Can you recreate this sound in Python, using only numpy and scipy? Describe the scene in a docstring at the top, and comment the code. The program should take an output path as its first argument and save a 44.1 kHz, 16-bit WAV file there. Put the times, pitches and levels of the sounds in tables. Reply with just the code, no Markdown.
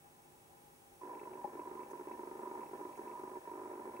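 """Inside an underwater camera housing. From the start the camera hums, hisses and whistles faintly.
At 1 s a small stepping motor, probably the focus drive, starts to purr: it snaps on a 50 Hz clock,
knocks in runs on every second beat, whines and rattles through the housing; its gears tick.
At 1.44 s the housing gives one louder clunk. From 1.66 s a thin tone comes and goes.
Faint scuffs pass near 1.9 s and 3 s. The motor runs on to the end at 4 s."""
import sys
import numpy as np
from scipy import signal
from scipy.fft import rfft, irfft
from scipy.io import wavfile

SR = 44100
rng = np.random.default_rng(int(sys.argv[2]) if len(sys.argv) > 2 else 0)


def pcm_store(signal):
    """Save signal as 16-bit PCM."""
    levels = np.round(np.clip(np.atleast_2d(signal), -1, 1) * 32767)
    wavfile.write(sys.argv[1], SR, levels.astype(np.int16).T)


N = 176400

MOTOR_START_S, FIRST_BEAT_S, BEAT_S, JITTER_S = 1.009, 1.0125, .02, .00012
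PAIR_S = 2 * BEAT_S

# knock runs: first_s, last_s, level_db
KNOCK_RUNS = [(1.0736, 1.155, -42), (1.2315, 1.272, -41.5), (1.3124, 1.394, -41.5), (1.5526, 1.592, -37),
              (1.6166, 1.653, -49), (1.6718, 1.792, -38), (1.914, 1.953, -44), (2.0708, 2.112, -38.5),
              (2.1919, 2.592, -37.5), (2.7112, 2.793, -44), (2.8106, 2.852, -37.5), (2.975, 3.053, -43),
              (3.0714, 3.112, -39.5), (3.1947, 3.355, -40.5), (3.4742, 3.795, -39), (3.5364, 3.775, -41)]
# stray knocks as the drive hunts: start_s, level_db
STRAY_KNOCKS = [(1.0328, -41), (1.1695, -44), (1.2124, -41), (1.4747, -41.5), (1.532, -43), (1.831, -43.5),
                (1.9319, -37), (1.995, -38.5), (2.0091, -40.5), (2.1332, -42.5), (2.5736, -42.5),
                (2.631, -41.5), (2.6581, -45.5), (2.7324, -36.5), (2.8905, -44.5), (2.992, -38),
                (3.3684, -42.5), (3.8536, -42), (3.875, -37), (3.8894, -42), (3.9512, -42), (3.9922, -37.5)]
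# gear contacts in each beat pair: offset_s, level_db
GEAR_CONTACTS = [(.0012, -55.5), (.009, -63), (0.0173, -60), (0.0282, -59.5), (.0372, -58.5)]
# housing modes: pitch_hz, width_hz, knock_gain_db, rattle_gain_db, pan_db, right_lead_rad
HOUSING_MODES = [(244, 46.6, -22, -8.5, -0.5, 0), (314.6, 61.5, -13, -7, -1.5, -0.5),
                 (365.5, 96, -2, 1, -2.5, 0), (499.2, 66, -21.5, -5, -3.5, -0.5),
                 (580, 78, -42, -3.5, -1.5, 0.65), (812.7, 56, -21.5, -7.5, 9.5, 1),
                 (942.6, 96, -8, 0, -0.5, 1.5), (1540, 60, -32, -23, 4, -2),
                 (1374, 145, -19, -12, -2.5, 1.5), (1610, 24, -38, -26.5, 5.5, -1.7),
                 (1759, 68, -31, -15.5, -2, -1.5), (2004, 333, -22.5, -14.5, 0.5, -1.5),
                 (2290, 87, -35.5, -20.5, 5, 3.3), (2574, 100, -50, -23.5, 1.5, 2.5)]
# whine envelope: time_s, level_db
WHINE_ENVELOPE = [(1.02, -49.5), (1.16, -47.5), (1.22, -60), (1.275, -46.5), (1.3, -59.5), (1.4, -49.5),
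                  (1.52, -56.5), (1.57, -48.5), (1.73, -54), (1.81, -47), (1.89, -61.5), (1.94, -50),
                  (2.05, -59.5), (2.11, -48.5), (2.16, -53), (2.4, -56.5), (2.46, -46.5), (2.56, -54),
                  (2.62, -46.5), (2.7, -60), (2.74, -51.5), (2.88, -50), (2.96, -56.5), (3.0, -49),
                  (3.04, -58.5), (3.07, -49), (3.16, -47), (3.23, -52.5), (3.365, -49), (3.39, -76),
                  (3.48, -47.5), (3.55, -52), (3.84, -53.5), (4.0, -53)]
# clunk modes: pitch_hz, width_hz, level_db, pan_db
CLUNK_MODES = [(200, 90, -49.5, -1), (375, 59, -43.5, -2.5), (570, 105, -39.5, -3), (827, 63, -36, 12.5)]
# gear ticks: start_s, level_db
GEAR_TICKS = [(1.147, -66), (1.194, -60), (1.235, -64.5), (1.335, -66), (1.595, -65), (1.802, -67),
              (1.832, -64), (2.083, -66.5), (2.115, -61.5), (2.606, -66), (2.632, -66.5), (2.661, -66),
              (2.925, -67), (2.955, -65), (3.077, -64.5), (3.112, -63.5), (3.964, -60.5)]
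# tick modes: pitch_hz, width_hz, gain_db, pan_db
TICK_MODES = [(2080, 290, 4, 0), (2295, 103, -3.5, 13), (2616, 73, -4.5, 12)]
# thin tone spans: start_s, stop_s
THIN_SPANS = [(1.66, 1.88), (2.2, 2.67), (2.76, 2.94), (3.02, 3.36), (3.5, 3.86)]
# scuffs: peak_s, level_db
SCUFFS = [(1.912, -65), (2.978, -69.5)]
# scuff spectrum: freq_hz, gain_db
SCUFF_SPECTRUM = [(3000, -30), (5200, -6), (6500, 9), (7500, -11), (11000, 2.5), (15500, -14)]
# camera hum: pitch_hz, level_db
HUM = [(50, -87), (100, -86.5), (150, -76.5), (250, -79.5), (350, -76), (450, -78.5), (550, -81.5)]
# camera whistles: pitch_hz, level_db, pan_db, right_lead_rad
WHISTLES = [(7800, -85, -15, 3), (15600, -81, -8, 0), (15650, -84, -6, 0)]
# housing resonances stirred by the camera: pitch_hz, width_hz, level_db, pan_db, right_lead_rad
DRONES = [(368, 74, -76, -4, 0.16), (814, 77, -70, 10.5, -1.6), (996, 60, -75.5, -1, 1.7),
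          (2280, 160, -86.5, 0.5, 1), (2599, 110, -86.5, -2, 1)]
# rumble spectrum: freq_hz, gain_db
RUMBLE_SPECTRUM = [(20, -17), (100, -4.5), (330, -6.5), (600, -7.5), (900, -11.5), (1250, -10.5),
                   (1900, -13), (2800, -23.5), (4000, -33)]
# hiss spectrum: freq_hz, gain_db
HISS_SPECTRUM = [(1800, -27), (2800, 0.5), (3400, -0.5), (4500, -4.5), (5150, -4.5), (5470, 0.5),
                 (5970, -3), (6470, 0.5), (7050, -3), (8150, -3.5), (8620, 3), (9340, -1.5), (11100, 2),
                 (12200, -3.5), (15400, -4.5)]
# hiss swell: time_s, gain_db
HISS_SWELL = [(0, -0.06), (2.9, 2.5), (3.7, 1.3)]
# left-right likeness of the noise: freq_hz, correlation
NOISE_CORRELATION = [(60, 0.45), (130, 0.84), (350, 0.14), (700, 0), (1400, -.5), (3200, -0.55), (5000, .3),
                     (9000, 0.47), (15000, 0.62)]
# noise balance: freq_hz, pan_db
NOISE_PAN = [(60, -1), (380, 2), (700, -6.5), (1300, -0.5), (2400, 0.5), (8000, -0.5), (15000, -0.5)]


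def drive(t, rattles_per_s=300, rattle_db=-60.5, follow_db_per_db=0.1, low_cut_hz=198):
    """Knocks, gear chatter and loose rattle ring the housing; all but the knocks ease with the whine."""
    knock_force = knocks()
    loose_hits = (rng.random(N) < rattles_per_s / SR) * (t > MOTOR_START_S)
    rattle = loose_hits * rng.standard_normal(N) * from_db(rattle_db)
    whine_db = at_time(WHINE_ENVELOPE, t)
    effort = from_db(follow_db_per_db * np.minimum(whine_db - np.median(whine_db), 0))
    light_force = effort * (chatter() + rattle)
    housing = 0
    for hz, width_hz, knock_gain_db, rattle_gain_db, pan_db, lead_rad in HOUSING_MODES:
        force = from_db(knock_gain_db) * knock_force + from_db(rattle_gain_db) * light_force
        housing += place(ring(force, hz, width_hz), hz, pan_db, lead_rad)
    low_cut = signal.butter(3, low_cut_hz, "high", fs=SR, output="sos")
    return signal.sosfilt(low_cut, housing) + effort * snaps()


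def knocks(rebound_s=0.014, rebound_db=-9.5):
    """Hard steps, in runs or alone; a soft rebound follows each as the drive settles."""
    runs = [(first_s + PAIR_S * k, level_db) for first_s, last_s, level_db in KNOCK_RUNS
            for k in range(round((last_s - first_s) / PAIR_S) + 1)]
    start_s, level_db = np.transpose(runs + STRAY_KNOCKS)
    return clicks(start_s, level_db) + clicks(start_s + rebound_s, level_db + rebound_db)


def chatter():
    """The same gear contacts come round in every beat pair."""
    pairs_s = np.arange(FIRST_BEAT_S, N / SR, PAIR_S)
    return sum(clicks(pairs_s + offset_s + JITTER_S * rng.standard_normal(len(pairs_s)), level_db)
               for offset_s, level_db in GEAR_CONTACTS)


def snaps(delay_s=0.002203, force_db=-38, spread_db=0.5, band_hz=(1350, 2746)):
    """A dry, bright click just after every beat."""
    start_s = np.arange(FIRST_BEAT_S + delay_s, N / SR, BEAT_S)
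    late, strength = rng.standard_normal((len(start_s), 2)).T
    force = clicks(start_s + JITTER_S * late, force_db + spread_db * strength)
    body = signal.sosfilt(signal.butter(4, band_hz, "band", fs=SR, output="sos"), force)
    return place(body, np.mean(band_hz), pan_db=0, lead_rad=0.64)


def whine(t, step_hz=973.8, sag_hz=82.3, rate_spread=0.011, spread_db=2, gain_db=1.5):
    """Stepping tone: restarts on every second beat, then sags in pitch."""
    ramp_s, fade_db_per_s = 0.0029, 3
    short_move_s, full_move_db, rest_db_per_db = 0.027, -49.5, 1.25
    dip_db, dip_s = -6.5, 0.0106
    pair, age_s = np.divmod(t - FIRST_BEAT_S, PAIR_S)
    rate, strength = rng.standard_normal((int(N / SR / BEAT_S), 2))[pair.astype(int)].T
    cycles = step_hz * (1 + rate_spread * rate) * age_s + sag_hz / 2 * age_s * (1 - age_s / PAIR_S)
    envelope_db = at_time(WHINE_ENVELOPE, t)
    level_db = envelope_db + gain_db + spread_db * np.tanh(strength) - fade_db_per_s * age_s
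    # quiet moves are short: they rest before the restart
    resting = (1 + np.tanh((age_s - short_move_s) / ramp_s)) / 2
    level_db -= rest_db_per_db * np.maximum(full_move_db - envelope_db, 0) * resting
    to_beat_s = BEAT_S - age_s % BEAT_S
    level_db += dip_db * np.exp(-(to_beat_s / dip_s) ** 2)
    gate = np.tanh(age_s / ramp_s) * np.tanh((PAIR_S - age_s) / ramp_s) * (t > MOTOR_START_S)
    tone = np.sqrt(2) * from_db(level_db) * gate * np.sin(2 * np.pi * cycles)
    return place(resonate(tone, step_hz, width_hz=660), step_hz, pan_db=-4, lead_rad=0.46)


def clunk(start_s=1.4425):
    """One louder bump on the housing."""
    return strike(clicks([start_s], [0]), CLUNK_MODES)


def ticks():
    """The gears catch now and then and ring brightly."""
    return strike(clicks(*np.transpose(GEAR_TICKS)), TICK_MODES)


def thin_tone(t, fade_s=0.046):
    """A thin tone that comes and goes."""
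    gate = sum(np.clip(np.minimum(t - start_s, stop_s - t) / fade_s, 0, 1)
               for start_s, stop_s in THIN_SPANS)
    return gate * steady_tone(t, hz=1227, level_db=-69)


def scuffs(t, sigma_s=0.007):
    """Two brief, bright brushes of noise."""
    envelope = sum(from_db(db) * np.exp(-.5 * ((t - peak_s) / sigma_s) ** 2) for peak_s, db in SCUFFS)
    return envelope * noise(SCUFF_SPECTRUM)


def camera(t, hiss_db=-69.5, rumble_db=-67):
    """Running camera: hum, whistles, droning housing, gently swelling hiss, rumble."""
    tones = sum(steady_tone(t, *row) for row in HUM + WHISTLES)
    drones = 0
    for hz, width_hz, level_db, pan_db, lead_rad in DRONES:
        band = unit_rms(resonate(rng.standard_normal(N), hz, width_hz))
        drones += place(from_db(level_db) * band, hz, pan_db, lead_rad)
    hiss = from_db(hiss_db + at_time(HISS_SWELL, t)) * noise(HISS_SPECTRUM)
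    rumble = from_db(rumble_db) * noise(RUMBLE_SPECTRUM)
    return tones + drones + rumble + hiss


def steady_tone(t, hz, level_db, pan_db=0, lead_rad=0):
    """Stereo sine, random phase."""
    side = np.array([[1], [-1]])
    phase_rad = 2 * np.pi * (hz * t + rng.random()) - side * lead_rad / 2
    return np.sqrt(2) * from_db(level_db + side * pan_db / 2) * np.sin(phase_rad)


def noise(spectrum):
    """Coloured stereo noise, unit rms."""
    hz = np.arange(N // 2 + 1) * SR / N
    common, opposed = rfft(rng.standard_normal((2, N)))
    side = np.array([[1], [-1]])
    correlation = at_hz(NOISE_CORRELATION, hz)
    white = np.sqrt(1 + correlation) * common + side * np.sqrt(1 - correlation) * opposed
    gain_db = at_hz(spectrum, hz) + side * at_hz(NOISE_PAN, hz) / 2
    return unit_rms(irfft(white * from_db(gain_db), N))


def clicks(start_s, level_db):
    """Impulse train."""
    force = np.zeros(N + SR)
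    np.add.at(force, (np.asarray(start_s) * SR).astype(int), from_db(level_db))
    return force[:N] + 1e-18


def strike(force, modes):
    """Ring a table of modes."""
    return sum(place(from_db(db) * ring(force, hz, width_hz), hz, pan_db, 0)
               for hz, width_hz, db, pan_db in modes)


def ring(force, hz, width_hz):
    """One mode: a unit click swells to about 1 and dies away."""
    return resonate(force, hz, width_hz) * np.e * SR / (2 * np.pi * width_hz)


def resonate(x, hz, width_hz):
    """Two equal resonators in series, unity peak gain."""
    radius = np.exp(-np.pi * width_hz / SR)
    gain = (1 - radius ** 2) / 2
    section = [gain, 0, -gain, 1, -2 * radius * np.cos(2 * np.pi * hz / SR), radius ** 2]
    return signal.sosfilt([section] * 2, x)


def place(x, hz, pan_db, lead_rad):
    """Narrow-band sound at two microphones: left louder by pan_db, right ahead by lead_rad."""
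    n = np.arange(N)
    shift_samples = lead_rad / (4 * np.pi * hz) * SR
    return np.array([from_db(side * pan_db / 2) * np.interp(n - side * shift_samples, n, x)
                     for side in (1, -1)])


def at_time(points, t):
    return np.interp(t, *np.transpose(points))


def at_hz(points, hz):
    """Interpolate on a log-frequency axis."""
    points_hz, values = np.transpose(points)
    return np.interp(np.log(hz + 1e-3), np.log(points_hz), values)


def from_db(db):
    return 10 ** (np.asarray(db) / 20)


def unit_rms(x):
    return x / np.sqrt(np.mean(x ** 2) + 1e-20)


def scene():
    """Stereo sum inside the housing."""
    t = np.arange(N) / SR
    return drive(t) + whine(t) + thin_tone(t) + ticks() + clunk() + scuffs(t) + camera(t)


def record(dry):
    """Steep low-pass."""
    cutoff_hz = 15750
    return signal.sosfilt(signal.ellip(12, .1, 80, cutoff_hz, fs=SR, output="sos"), dry)


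dry = scene()
out = record(dry)
pcm_store(out)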